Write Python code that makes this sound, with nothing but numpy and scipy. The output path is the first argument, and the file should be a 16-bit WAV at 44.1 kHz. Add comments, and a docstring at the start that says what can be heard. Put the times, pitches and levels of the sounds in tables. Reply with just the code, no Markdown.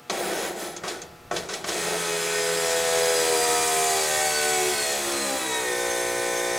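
"""In a workshop, an electric fuel pump is run from hand-held wires.
The contact sparks and drops out a few times, then holds: the pump churns air and fuel with a rough hiss.
Its buzz and whine, multiples (orders) of the rotor speed, sink in pitch as pressure builds, then settle.
Fuel tank, body panels and the pump's metal can ring along."""
import sys
import numpy as np
from scipy import signal
from scipy.fft import rfft, irfft
from scipy.io import wavfile
from scipy.ndimage import uniform_filter1d

SR = 44100
rng = np.random.default_rng(int(sys.argv[2]) if len(sys.argv) > 2 else 0)


def to_wav(sig):
    """Store sig (one row per channel, or 1-D mono) as 16-bit WAV at the path in sys.argv[1].

    Samples outside -1..1 are clipped; the rate is SR.
    """
    pcm = np.clip(np.atleast_2d(sig), -1, 1) * 32767
    pcm = np.round(pcm).astype(np.int16)
    wavfile.write(sys.argv[1], SR, pcm.T)  # frames by channels


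N = 290178
TIME_S = np.arange(N) / SR
BINS_HZ = np.maximum(np.arange(N // 2 + 1) * SR / N, 1)


def from_db(db):
    """Decibels to gain."""
    return 10 ** (np.asarray(db) / 20)


def unit_rms(x):
    """Scale to rms 1."""
    return x / np.sqrt(np.mean(x ** 2) + 1e-20)


def curves(rows):
    """Each value column of (time [s], values...) at every sample."""
    times_s, *columns = np.transpose(rows)
    return [np.interp(TIME_S, times_s, column) for column in columns]


def colour(points):
    """Gain per bin from (frequency [Hz], level [dB])."""
    hz, db = np.transpose(points)
    return from_db(np.interp(np.log(BINS_HZ), np.log(hz), db))


def resonances(modes):
    """Power per bin from (frequency [Hz], width [Hz], peak [dB])."""
    return sum(from_db(db) ** 2 / (1 + (2 * (BINS_HZ - hz) / width_hz) ** 2)
               for hz, width_hz, db in modes)


def noise(gain):
    """Noise shaped by a gain per bin, rms 1."""
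    return unit_rms(irfft(rfft(rng.standard_normal(N)) * gain, N))


def drift(rate_hz):
    """Random wander below about rate_hz, rms 1."""
    hop, warmup = 40, 2000
    pole = np.exp(-2 * np.pi * hop * rate_hz / SR)
    white = rng.standard_normal(N // hop + warmup + 2)
    slow = signal.lfilter([1], [1, -2 * pole, pole * pole], white)[warmup:]
    return np.interp(np.arange(N) / hop, np.arange(len(slow)), unit_rms(slow))


def reflections(x, t60_s):
    """Dense dying echoes of x off the floor and nearby things, unit energy gain."""
    t = TIME_S[:SR // 2]
    echoes = rng.standard_normal(len(t)) * from_db(-60 * t / t60_s) * (t > .002)
    return signal.fftconvolve(x, echoes / np.linalg.norm(echoes))[:N]


def echo_ripple(strength):
    """Gain per bin: echoes off the floor and near panels ripple the spectrum."""
    t = TIME_S[:SR // 60]
    echoes = rng.standard_normal(len(t)) * np.exp(-t / .004) * (t > .002)
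    return np.abs(1 + strength * rfft(echoes / np.linalg.norm(echoes), N)) / np.hypot(1, strength)


def stereo(mid, side_db, shift_db):
    """Left and right differ slightly in phase, level and reflections."""
    # stereo width: (frequency [Hz], relative side level [dB])
    width = [(60, -21), (200, -18.5), (330, -22), (500, -25.5), (770, -15), (1170, -8.5), (1790, -14.5),
             (2700, -15.5), (4200, -83), (6400, -78), (8500, -47), (9800, -12.5), (12000, -46),
             (15000, -45)]
    # balance: (frequency [Hz], left minus right [dB])
    balance = [(60, -.3), (300, -.2), (600, .9), (1200, 1.3), (2200, .4), (4500, .1), (8500, -.4),
               (13000, 0)]
    shifted = from_db(shift_db) * 1j * rfft(mid)
    side = from_db(side_db) * colour(width) * (shifted + rfft(reflections(mid, t60_s=.73)))
    lean = np.sqrt(colour(balance))
    return irfft([(rfft(mid) + side) * lean, (rfft(mid) - side) / lean], N)


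def workshop(air_db):
    """Still air with a faint mains hum."""
    # room noise: (frequency [Hz], relative density [dB])
    room_spectrum = [(15, -44), (25, -34), (49, -20), (91, -8.5), (241, -6.5), (472, -11), (653, -9),
                     (727, -21), (1000, -9.5), (1350, -12.5), (1920, -13.5), (2650, -17), (15700, -30)]
    # hum lines: (frequency [Hz], rms level [dB])
    hum_lines = [(479, -60.5), (720, -60), (840, -60.5), (1200, -63.5), (1319, -63), (1384, -65),
                 (2638, -68)]
    hum = sum(from_db(db) * np.sqrt(2) * np.cos(2 * np.pi * hz * TIME_S + .09 * drift(14))
              for hz, db in hum_lines)
    return from_db(air_db) * noise(colour(room_spectrum)) + hum


def flow_rumble():
    """Low rumble of the flow."""
    # rumble: (time [s], level [dB])
    levels = [(0, -76), (1.2, -52), (2.2, -62), (3.0, -54), (4.3, -54.5), (5.2, -56), (6.58, -54)]
    level_db, = curves(levels)
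    spectrum = [(20, -9), (45, -11), (75, 2.5), (100, -7), (135, 0), (220, -32), (600, -53), (2000, -90)]
    return from_db(level_db) * noise(colour(spectrum))


def mount_rattle(gain_db, grain_db):
    """The unloaded pump shakes unevenly in its mounting."""
    # mounting modes: (frequency [Hz], width [Hz], relative peak [dB])
    modes = [(168, 22, -5), (212, 22, -5), (275, 40, -12), (356, 24, 3), (492, 26, 2), (810, 30, -5),
             (1325, 50, -5), (1480, 50, -5), (1830, 160, -9), (2250, 200, -14)]
    # shaking: (time [s], relative level [dB])
    shake = [(.1, -70), (.125, -38), (.22, -37.5), (.3, -33.5), (.4, -37), (.54, -43), (.63, -39.5),
             (.81, -47), (.89, -37.5), (1.0, -44), (1.15, -66), (1.31, -70), (1.33, -37), (1.46, -48),
             (1.52, -44), (1.63, -49), (1.7, -43), (1.95, -46), (2.1, -75)]
    shake_db, = curves(shake)
    highpass = 1 / np.sqrt(1 + (140 / BINS_HZ) ** 16)
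    envelope = from_db(gain_db + shake_db + grain_db * drift(40))
    return envelope * noise(np.sqrt(resonances(modes)) * highpass)


def wire_ticks():
    """The wire end flicks the terminal: thin metallic ticks."""
    # flicks: (time [s], level [dB])
    flicks = [(0.765, -33), (1.018, -33), (1.488, -36)]
    # terminal modes: (frequency [Hz], relative level [dB], t60 [s])
    modes = [(4750, -9, .05), (6380, 0, .06), (6620, -4, .05), (7150, -3, .07), (8400, -9, .04)]
    out, t = np.zeros(N), TIME_S[:SR // 5]
    tick = sum(from_db(db - 60 * t / t60_s) * np.sin(2 * np.pi * hz * t) for hz, db, t60_s in modes)
    for at_s, level_db in flicks:
        start = round(at_s * SR)
        out[start:start + len(t)] += from_db(level_db) * tick
    return out


def sparks_and_jolts(can, crack_db):
    """The contact snaps as it makes or breaks; the kicking rotor knocks the can on its mounting."""
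    # jolts: (time [s], thud [dB], snap [dB], t60 [s], ring [dB], rise [s])
    jolts = [(0.097, -24, -23, 0.09, -30, 0.0011), (0.765, -42, -35.5, 0.12, -60, 0.0014),
             (0.834, -29.5, -38, 0.28, -43, 0.0035), (0.877, -48, -28, 0.16, -32, .004),
             (1.019, -43, -38.5, 0.11, -55, .0012), (1.311, -29, -34.5, 0.14, -22, .002),
             (1.36, -28, -25.5, 0.15, -33, 0.0069), (1.489, -34, -33.5, 0.38, -50, .0012),
             (1.534, -36, -27, 0.072, -39, .005), (1.642, -29, -32, 0.095, -36, .0012),
             (1.683, -25, -24, 0.11, -34, 0.0081)]
    # rotor thud: (frequency [Hz], relative density [dB])
    thud_spectrum = [(100, -19), (180, 27), (270, -21), (370, 14), (780, 6), (1100, 13), (1900, 4.5),
                     (3000, 0), (6000, -51)]
    # spark snap: (frequency [Hz], relative density [dB])
    snap_spectrum = [(1200, -3), (2500, 14), (4600, 14.5), (5500, 14.5), (6500, 13), (8300, 2.5),
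                     (10500, 1), (16000, -28)]
    # pump and tank modes: (frequency [Hz], relative level [dB], t60 [s])
    modes = [(168, -24.5, 2.9), (376, -12, .55), (488, -14, .7), (600, -8, .3), (705, -2, .14),
             (824, -7, .09), (1104, -10, .1), (1324, -10, .14), (1480, -10, .09), (1852, -8, .06)]
    thud, snap = noise(colour(thud_spectrum) * can), noise(colour(snap_spectrum) * can)
    bursts, kicks, t = np.zeros(N), np.zeros(N), TIME_S[:SR]
    for at_s, thud_db, snap_db, t60_s, ring_db, rise_s in jolts:
        age_s = np.maximum(TIME_S - at_s, 0)
        envelope = np.minimum(age_s / rise_s, 1) * from_db(-60 * age_s / t60_s)
        crack = 1 + from_db(crack_db) * np.exp(-age_s / .001)
        bursts += envelope * (from_db(thud_db) * thud + from_db(snap_db) * crack * snap)
        kicks[round(at_s * SR)] = from_db(ring_db)
    ring = sum((-1) ** k * from_db(db - 60 * t / t60_s) * np.sin(2 * np.pi * hz * t)
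               for k, (hz, db, t60_s) in enumerate(modes))
    highpass = signal.butter(2, 230, "high", fs=SR, output="sos")  # the small can radiates no bass
    return signal.sosfilt(highpass, bursts) + signal.fftconvolve(kicks, ring)[:N]


def whistles_and_squeals():
    """Pump whistles and short squeals, many of them rotor orders flaring: thin bands swell, glide, die."""
    # whistles: (start [s], end [s], pitch [Hz], glide [Hz/s], width [Hz], level [dB])
    whistles = [(.12, .25, 9190, 0, 50, -47), (.17, .32, 15100, 0, 260, -48),
                (.17, .35, 9850, 700, 130, -43.5), (.3, .56, 9850, 700, 150, -45),
                (.39, .5, 13300, 0, 70, -52), (.55, .78, 10080, 500, 180, -49),
                (1.72, 2.35, 9250, -100, 70, -48), (2.42, 2.72, 7540, -300, 35, -44),
                (2.42, 2.72, 10040, -300, 40, -46), (3.0, 3.35, 7840, -200, 40, -40),
                (3.35, 4.7, 6450, 0, 70, -43), (3.55, 3.85, 7190, -300, 40, -42),
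                (4.22, 4.5, 7980, -500, 40, -42), (5.19, 5.36, 8330, -2000, 50, -44),
                (2.15, 2.48, 1845, -10, 10, -39.5), (2.18, 2.46, 2345, 0, 70, -42),
                (3.3, 3.65, 1285, -25, 8, -39.5), (3.5, 4.45, 8370, -60, 140, -41),
                (5.7, 6.57, 6320, 0, 25, -44), (5.7, 6.57, 9340, 0, 60, -48)]
    out = np.zeros(N)
    for start_s, end_s, hz, glide_hz_per_s, width_hz, db in whistles:
        span = slice(round(start_s * SR), round(end_s * SR))
        t = TIME_S[span] - start_s
        white = rng.standard_normal(len(t)) + 1j * rng.standard_normal(len(t))
        band = signal.lfilter([1], [1, -np.exp(-np.pi * width_hz / SR)], white)
        carrier = np.exp(2j * np.pi * (hz + glide_hz_per_s * t / 2) * t)
        out[span] += from_db(db) * signal.windows.tukey(len(t), .5) * unit_rms(np.real(band * carrier))
    return out


def dry_sizzle(level_db, grain_db):
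    """High, grainy sizzle while the pump first spins dry."""
    swell = np.interp(TIME_S, [.11, .2, .48, .54, .63, .76], [.033, 1, 1, .3, .94, .07])
    grains = unit_rms(from_db(grain_db * drift(250)))
    return from_db(level_db) * swell * grains * noise(colour([(6000, -32), (12000, -3), (15200, -8)]))


def bubble_shimmer(x, depth_db, patch_hz, patch_s):
    """Passing bubbles open and close narrow resonances in the treble of x."""
    hz, times_s, cells = signal.stft(x, SR, nperseg=1024)
    patches = rng.standard_normal(cells.shape)
    for axis, size in 2 * [(0, round(patch_hz / hz[1])), (1, round(patch_s / times_s[1]))]:
        patches = uniform_filter1d(patches, size, axis=axis)
    gain = from_db(np.interp(hz, [3000, 6000], [0, depth_db])[:, None] * unit_rms(patches))
    gain /= np.sqrt(np.mean(gain ** 2, axis=1, keepdims=True))
    return signal.istft(cells * gain, SR)[1][:N]


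def contact(on_s, off_s, rise_s, fall_db_per_s):
    """Envelope: rises while current flows, dies as the rotor coasts."""
    rise = 1 - np.exp(-np.maximum(TIME_S - on_s, 0) / rise_s)
    return rise * from_db(-fall_db_per_s * np.maximum(TIME_S - off_s, 0))


def flow_gains(hold_s, prime_s):
    """Gains of gurgle, rattle, hiss and fizz: a spurt per touch of the wire, steady flow from hold_s."""
    # touches: (on [s], off [s], gurgle and rattle offset [dB], hiss and fizz offset [dB], rise [factor])
    touches = [(0.097, 0.466, -1.2, 1, 0.44), (0.532, 0.647, -4.8, 1, 1.9), (0.825, 0.914, -7, -0.77, 1.3),
               (1.316, 1.38, -5.5, -0.17, 0.54), (1.49, 1.556, -6.5, -0.71, 1)]
    # spurt in each of the four bands: (relative level [dB], base rise [s], coasting fall [dB/s])
    spurt_bands = [(-29.5, 0.0092, 75), (-35, 0.041, 128), (-38, 0.041, 107), (-42, 0.024, 139)]
    # gurgle of trapped air: (time [s], relative level [dB])
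    gurgle = [(1.72, -33), (1.85, -35), (1.94, -31), (2.08, -40.5), (3.3, -39.5), (4.45, -49), (5.1, -44),
              (5.5, -47), (6.58, -45.5)]
    # fuel and air flow: (time [s], relative hiss [dB], relative fizz [dB])
    flow = [(1.72, -34, -35.5), (2.4, -33, -34.5), (3.0, -30, -31), (3.7, -32, -28.5), (4.2, -31.5, -30),
            (4.7, -31.5, -30.5), (5.15, -34, -33.5), (5.7, -36.5, -34.5), (6.58, -37.5, -35.5)]
    (gurgle_db,), (hiss_db, fizz_db) = curves(gurgle), curves(flow)
    rattle_db = -36.5 + .62 * (hiss_db - hiss_db.mean())
    held, gains = contact(hold_s, TIME_S[-1], prime_s, 0), []
    for band, steady_db in enumerate([gurgle_db, rattle_db, hiss_db, fizz_db]):
        level_db, rise_s, fall_db_per_s = spurt_bands[band]
        spurts = [from_db(level_db + (low_db if band < 2 else high_db))
                  * contact(on_s, off_s, slowness * rise_s, fall_db_per_s)
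                  for on_s, off_s, low_db, high_db, slowness in touches]
        gains.append(np.max(spurts + [from_db(steady_db) * held], axis=0))
    return gains


def churn(angle, can, gain_db, turn_db, roller_db, sputter_db, grain_db):
    """Froth bursts at each of five rollers, stronger once a turn, and sputters as air pockets pass."""
    # froth: (frequency [Hz], relative density [dB])
    spectrum = [(130, -55), (190, -2), (270, -19.5), (350, 3.5), (500, 0.5), (750, -1.5), (1050, -8),
                (1900, -8.5), (2900, -9.5), (5000, -11), (8500, -11.5), (10200, -14), (12000, -18.5),
                (16000, -24)]
    # limits of gurgle, rattle, hiss and fizz: (frequency [Hz])
    edges_hz = [130, 1000, 3000, 7000, 17000]
    pulse_db = turn_db * np.cos(angle) + roller_db * np.cos(5 * angle)
    pulses = from_db(pulse_db + sputter_db * drift(16) + grain_db * drift(500))
    shape, out = colour(spectrum) * can, 0
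    for gain, low_hz, high_hz in zip(flow_gains(hold_s=1.65, prime_s=.022), edges_hz, edges_hz[1:]):
        bandpass = 1 / np.sqrt((1 + (low_hz / BINS_HZ) ** 16) * (1 + (BINS_HZ / high_hz) ** 16))
        out += gain * noise(shape * bandpass)
    return from_db(gain_db) * out * unit_rms(pulses)


def roller_whine(speed_hz, angle, air, can, waver_db, comb_db):
    """High orders of the five rollers flare in the can's resonances, over a faint comb of orders."""
    # roller lines: (order, relative level [dB])
    orders = [(45, -57), (50, -53), (70, -55), (75, -56), (85, -52), (95, -53), (110, -52), (115, -51),
              (135, -51), (140, -56), (155, -49)]
    response, lines = can ** 2 / 2 / np.sqrt(1 + (BINS_HZ / 10000) ** 16), 0
    for order, db in orders:
        swell = from_db(db + waver_db * air * drift(1.5)) * np.interp(order * speed_hz, BINS_HZ, response)
        lines += swell * np.cos(order * angle + 2 * np.pi * rng.random())
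    comb_orders = np.arange(4097)
    phases = np.exp(2j * np.pi * rng.random(len(comb_orders)))
    one_turn = unit_rms(irfft(((comb_orders > 40) & (comb_orders < 130)) * phases))
    comb = np.interp(angle / (2 * np.pi) % 1, np.linspace(0, 1, len(one_turn)), one_turn)
    primed = np.interp(TIME_S, [1.68, 1.8, 3.1, 4.6, 5.8], [0, .6, 1.3, 1.2, .55])
    return primed * (np.sqrt(2) * lines + from_db(comb_db) * irfft(rfft(comb) * can, N))


def rotor_buzz(speed_hz, angle, air, gain_db, waver_db, scatter_rad):
    """The weaker rotor orders swell as they slide through resonances of tank, panels and room."""
    # forces on the mounting: (order, relative level [dB])
    orders = [(2, -0.5), (3, -5), (11, -2), (13, -1), (14, -3), (17, 1), (19, -13), (21, 0), (23, -13),
              (24, -2), (26, -4), (27, 0.5), (28, -10), (29, 2.5), (31, -1.5), (32, 1.5), (33, -5), (35, 8),
              (36, 2.5), (37, 5.5), (38, -0.5), (40, 9.5)]
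    # tank, panel and room modes: (frequency [Hz], width [Hz], peak [dB])
    modes = [(173.3, 6.3, -12), (205.3, 9.3, -5.5), (286, 0.54, -46), (662, 5.5, -6.5), (700, 6, -12),
             (771, 27, -4), (850, 79, -11), (1024, 43, -11.5), (1295, 51, -26), (1370, 13, -22),
             (1513, 12.5, -4), (1700, 69, -22.5), (1839, 21, -5.5), (1960, 88, -14), (2208, 54, -15.5),
             (2515, 180, -19.5)]
    # buzz strength: (time [s], relative level [dB])
    levels = [(1.75, -31), (2.0, -29.5), (2.5, -28.5), (3.0, -29), (3.5, -28), (4.0, -28), (4.6, -27),
              (5.0, -33.5), (5.4, -33), (5.8, -32), (6.58, -30.5)]
    level_db, = curves(levels)
    body, out = np.sqrt(resonances(modes)), 0
    for order, db in orders:
        swell = from_db(db + waver_db * air * drift(6.2)) * np.interp(order * speed_hz, BINS_HZ, body)
        phase = scatter_rad * np.sqrt(order) * rng.standard_normal()
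        out += swell * np.cos(order * angle + phase)
    return np.sqrt(2) * from_db(gain_db + level_db) * out


def motor_tones(speed_hz, angle, play_rad, air, waver_db, flutter_db, scatter_rad):
    """Strong roller and commutator orders ring the mounting and motor shell; the high ones flutter."""
    # mounting and shell modes: (driving order, frequency [Hz], width [Hz], peak [dB])
    modes = [(4, 272.7, 3.0, -40.1), (4, 295.6, 14.0, -51.9), (4, 322.3, 6.1, -40.2),
             (5, 299.0, 5.0, -45.0), (5, 351.3, 5.0, -34.3), (5, 370.4, 4.6, -29.6),
             (5, 389.8, 16.1, -34.5), (5, 404.3, 3.0, -33.8), (5, 411.0, 3.0, -33.9),
             (5, 417.1, 3.0, -32.7), (6, 370.0, 15.7, -36.0), (6, 451.3, 14.0, -33.5),
             (6, 486.7, 12.5, -25.0), (6, 494.9, 4.9, -34.6), (7, 451.5, 18.0, -37.1),
             (7, 483.3, 23.0, -39.3), (7, 542.6, 6.9, -35.1), (7, 569.4, 5.0, -33.6),
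             (7, 591.2, 6.0, -34.6), (8, 492.0, 15.9, -32.3), (8, 537.2, 20.0, -36.6),
             (8, 567.3, 3.0, -45.3), (8, 609.8, 24.2, -34.5), (8, 644.1, 6.3, -33.6),
             (8, 658.1, 7.0, -33.6), (9, 543.4, 9.3, -35.4), (9, 570.4, 7.7, -42.5),
             (9, 607.9, 17.8, -38.7), (9, 646.6, 35.3, -39.9), (9, 710.6, 9.5, -27.2),
             (10, 746.7, 12.0, -34.4), (10, 765.4, 7.4, -30.4), (10, 781.9, 6.6, -35.3),
             (10, 819.3, 16.1, -38.1), (10, 848.4, 15.8, -34.2), (12, 794.6, 51.6, -39.2),
             (12, 962.3, 9.3, -36.0), (12, 977.4, 5.7, -40.1), (15, 974.8, 70.0, -39.5),
             (15, 1153.2, 70.0, -45.6), (15, 1195.7, 6.9, -43.3), (15, 1275.4, 47.5, -44.8),
             (16, 1067.8, 74.0, -50.2), (16, 1281.9, 72.9, -41.4), (18, 1207.4, 82.0, -45.0),
             (18, 1499.0, 31.5, -40.8), (20, 1330.3, 71.8, -43.7), (20, 1503.1, 19.2, -31.8),
             (20, 1608.2, 13.3, -45.6), (20, 1640.9, 15.6, -42.0), (22, 1517.1, 14.1, -43.6),
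             (22, 1823.0, 98.0, -40.7), (25, 1462.2, 110.0, -38.0), (25, 1683.8, 110.0, -47.1),
             (25, 1921.4, 110.0, -41.8), (30, 1851.9, 36.7, -33.5), (30, 1927.0, 32.0, -39.1),
             (30, 2158.0, 7.5, -39.5), (30, 2219.9, 45.5, -37.1), (30, 2379.4, 99.1, -41.6),
             (30, 2516.3, 12.2, -44.4), (60, 3870.5, 120.0, -38.6), (60, 4091.5, 137.9, -39.5),
             (60, 4295.2, 68.4, -37.1), (60, 4432.8, 41.6, -47.3), (60, 4516.3, 38.4, -35.4),
             (60, 4673.6, 56.1, -38.0), (60, 4802.6, 50.4, -35.8), (60, 4896.1, 15.0, -32.3),
             (60, 5002.5, 28.1, -48.8), (80, 5899.1, 96.2, -46.9), (80, 6311.0, 178.7, -41.6),
             (90, 5446.7, 53.0, -48.6), (90, 7071.8, 133.4, -37.3), (90, 7449.6, 72.7, -47.7),
             (90, 7520.0, 20.0, -44.0), (100, 6028.5, 54.6, -47.6), (100, 6414.5, 66.8, -45.0),
             (100, 7601.1, 410.0, -43.0), (105, 6326.7, 63.2, -44.3), (105, 6938.8, 140.5, -45.3),
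             (105, 7806.0, 55.2, -37.0), (105, 7999.7, 430.0, -41.3), (120, 8069.0, 326.7, -42.0),
             (120, 8610.9, 38.6, -45.1), (120, 9527.6, 233.5, -43.4)]
    # cancellation by the floor echo: (order, frequency [Hz], width [Hz])
    nulls = [(4, 330, 3), (5, 358, 3), (6, 411, 5), (7, 459, 4), (8, 629, 3), (8, 507, 3), (9, 752, 4),
             (10, 799, 6)]
    # high orders, rising as the pump primes: (time [s], gain [dB])
    treble = [(1.8, -8), (2.12, -6), (2.2, -2), (2.9, -2), (3.1, 0), (3.5, -1), (4.3, .5), (5.3, .5),
              (5.55, -1.5), (5.9, -1), (6.58, -1.2)]
    # uneven running against rising pressure: (time [s], unevenness [factor])
    strain = [(4.6, 1), (4.9, 2.4), (5.55, 2.4), (5.8, 1)]
    treble_db, = curves(treble)
    unevenness = air * curves(strain)[0]
    fuel_load = np.interp(TIME_S, [2.0, 2.8], [.3, 1])
    hop, out = 8, 0
    coarse_s, coarse_rate_hz = TIME_S[::hop], SR / hop
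    for order in sorted({mode[0] for mode in modes}):
        force, ringing = np.exp(1j * order * angle[::hop]), 0
        for hz, width_hz, db in (mode[1:] for mode in modes if mode[0] == order):
            radius = np.exp(-np.pi * width_hz / coarse_rate_hz)
            pole = radius * np.exp(2j * np.pi * hz / coarse_rate_hz)
            ringing += from_db(db) * (1 - radius) * (signal.lfilter([1], [1, -pole], force) - force / 2)
        swell = np.interp(TIME_S, coarse_s, np.abs(ringing)) * (fuel_load if 5 < order < 11 else 1)
        for hz, width_hz in (null[1:] for null in nulls if null[0] == order):
            detune_hz = order * speed_hz - hz
            swell *= np.abs(detune_hz) / np.hypot(detune_hz, width_hz)
        if order >= 60:
            swell *= from_db(treble_db + flutter_db * drift(14))
        else:
            swell *= from_db(waver_db * unevenness * drift(9))
        lag = np.interp(TIME_S, coarse_s, np.unwrap(np.angle(ringing / force)))
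        phase = scatter_rad * np.sqrt(order) * rng.standard_normal()
        out += np.sqrt(2) * swell * np.cos(order * (angle + play_rad) + lag + phase)
    return out + .19 * unevenness * reflections(out, t60_s=.6)  # passing pitches linger in the room


def scene():
    """One rotor drives buzz, whine and churning, over the workshop background."""
    # rotor: (time [s], speed [Hz])
    speeds = [(1.8, 84.26), (1.84, 84.96), (1.88, 84.96), (1.96, 85.65), (2.0, 85.49), (2.08, 84.38),
              (2.2, 83.58), (2.28, 83.9), (2.4, 83.63), (2.44, 83.24), (2.56, 83.56), (2.64, 82.8),
              (2.76, 82.96), (2.8, 83.36), (2.88, 82.45), (3.04, 82.59), (3.2, 81.78), (3.24, 80.95),
              (3.36, 79.98), (3.64, 79.67), (3.92, 78.34), (4.4, 75.05), (4.52, 74.63), (5.04, 69.71),
              (5.2, 68.6), (5.24, 68.21), (5.32, 66.36), (5.4, 65.17), (5.6, 63.2), (5.72, 60.71),
              (5.88, 60.13), (6.5, 60.18)]
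    # modes of the metal can: (frequency [Hz], width [Hz], relative peak [dB])
    can_modes = [(1310, 60, -1), (1507, 60, 1), (1852, 150, 3), (2239, 60, 1), (2412, 160, 1),
                 (3359, 140, 5), (3833, 90, 0), (4091, 130, 2.5), (4651, 100, 0), (4953, 120, 1),
                 (5426, 140, 2), (5960, 140, -1), (6340, 180, 4.5), (7030, 230, 3.5), (7795, 220, 3),
                 (8250, 200, -1), (8786, 130, 0), (9280, 190, 1), (10034, 150, -1), (10379, 200, 0)]
    speed_hz, = curves(speeds)
    air = np.interp(TIME_S, [5.3, 5.8], [1, .3])  # air pockets jog speed and level until flushed out
    angle = 2 * np.pi * np.cumsum(speed_hz * (1 + .0007 * air * drift(26))) / SR
    can = np.sqrt(1 + from_db(2) * resonances(can_modes))
    can_in_room = can * echo_ripple(strength=.3)
    running = np.interp(TIME_S, [1.65, 1.85], [0, 1])
    buzz = rotor_buzz(speed_hz, angle, air, gain_db=-1, waver_db=2, scatter_rad=.37)
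    play_rad = .0025 * air * drift(60)  # roller play roughens the highest orders
    tones = motor_tones(speed_hz, angle, play_rad, air, waver_db=1.2, flutter_db=2.8, scatter_rad=.41)
    whine = roller_whine(speed_hz, angle + play_rad, air, can, waver_db=2.5, comb_db=-50)
    froth = churn(angle, can_in_room, gain_db=-.5, turn_db=.5, roller_db=1, sputter_db=.34, grain_db=.67)
    froth += dry_sizzle(level_db=-45, grain_db=3)
    froth = bubble_shimmer(froth, depth_db=2.1, patch_hz=130, patch_s=.09)
    pump = running * (buzz + tones) + whine + froth + flow_rumble() + whistles_and_squeals()
    pump += sparks_and_jolts(can_in_room, crack_db=-27) + wire_ticks()
    pump += mount_rattle(gain_db=.5, grain_db=1.5)
    return stereo(pump + workshop(air_db=-51), side_db=-1, shift_db=-8)


def record(dry):
    """Steep low-pass."""
    cutoff_hz = 15800
    return irfft(rfft(dry) / np.sqrt(1 + (BINS_HZ / cutoff_hz) ** 400), N)


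dry = scene()
out = record(dry)
to_wav(out)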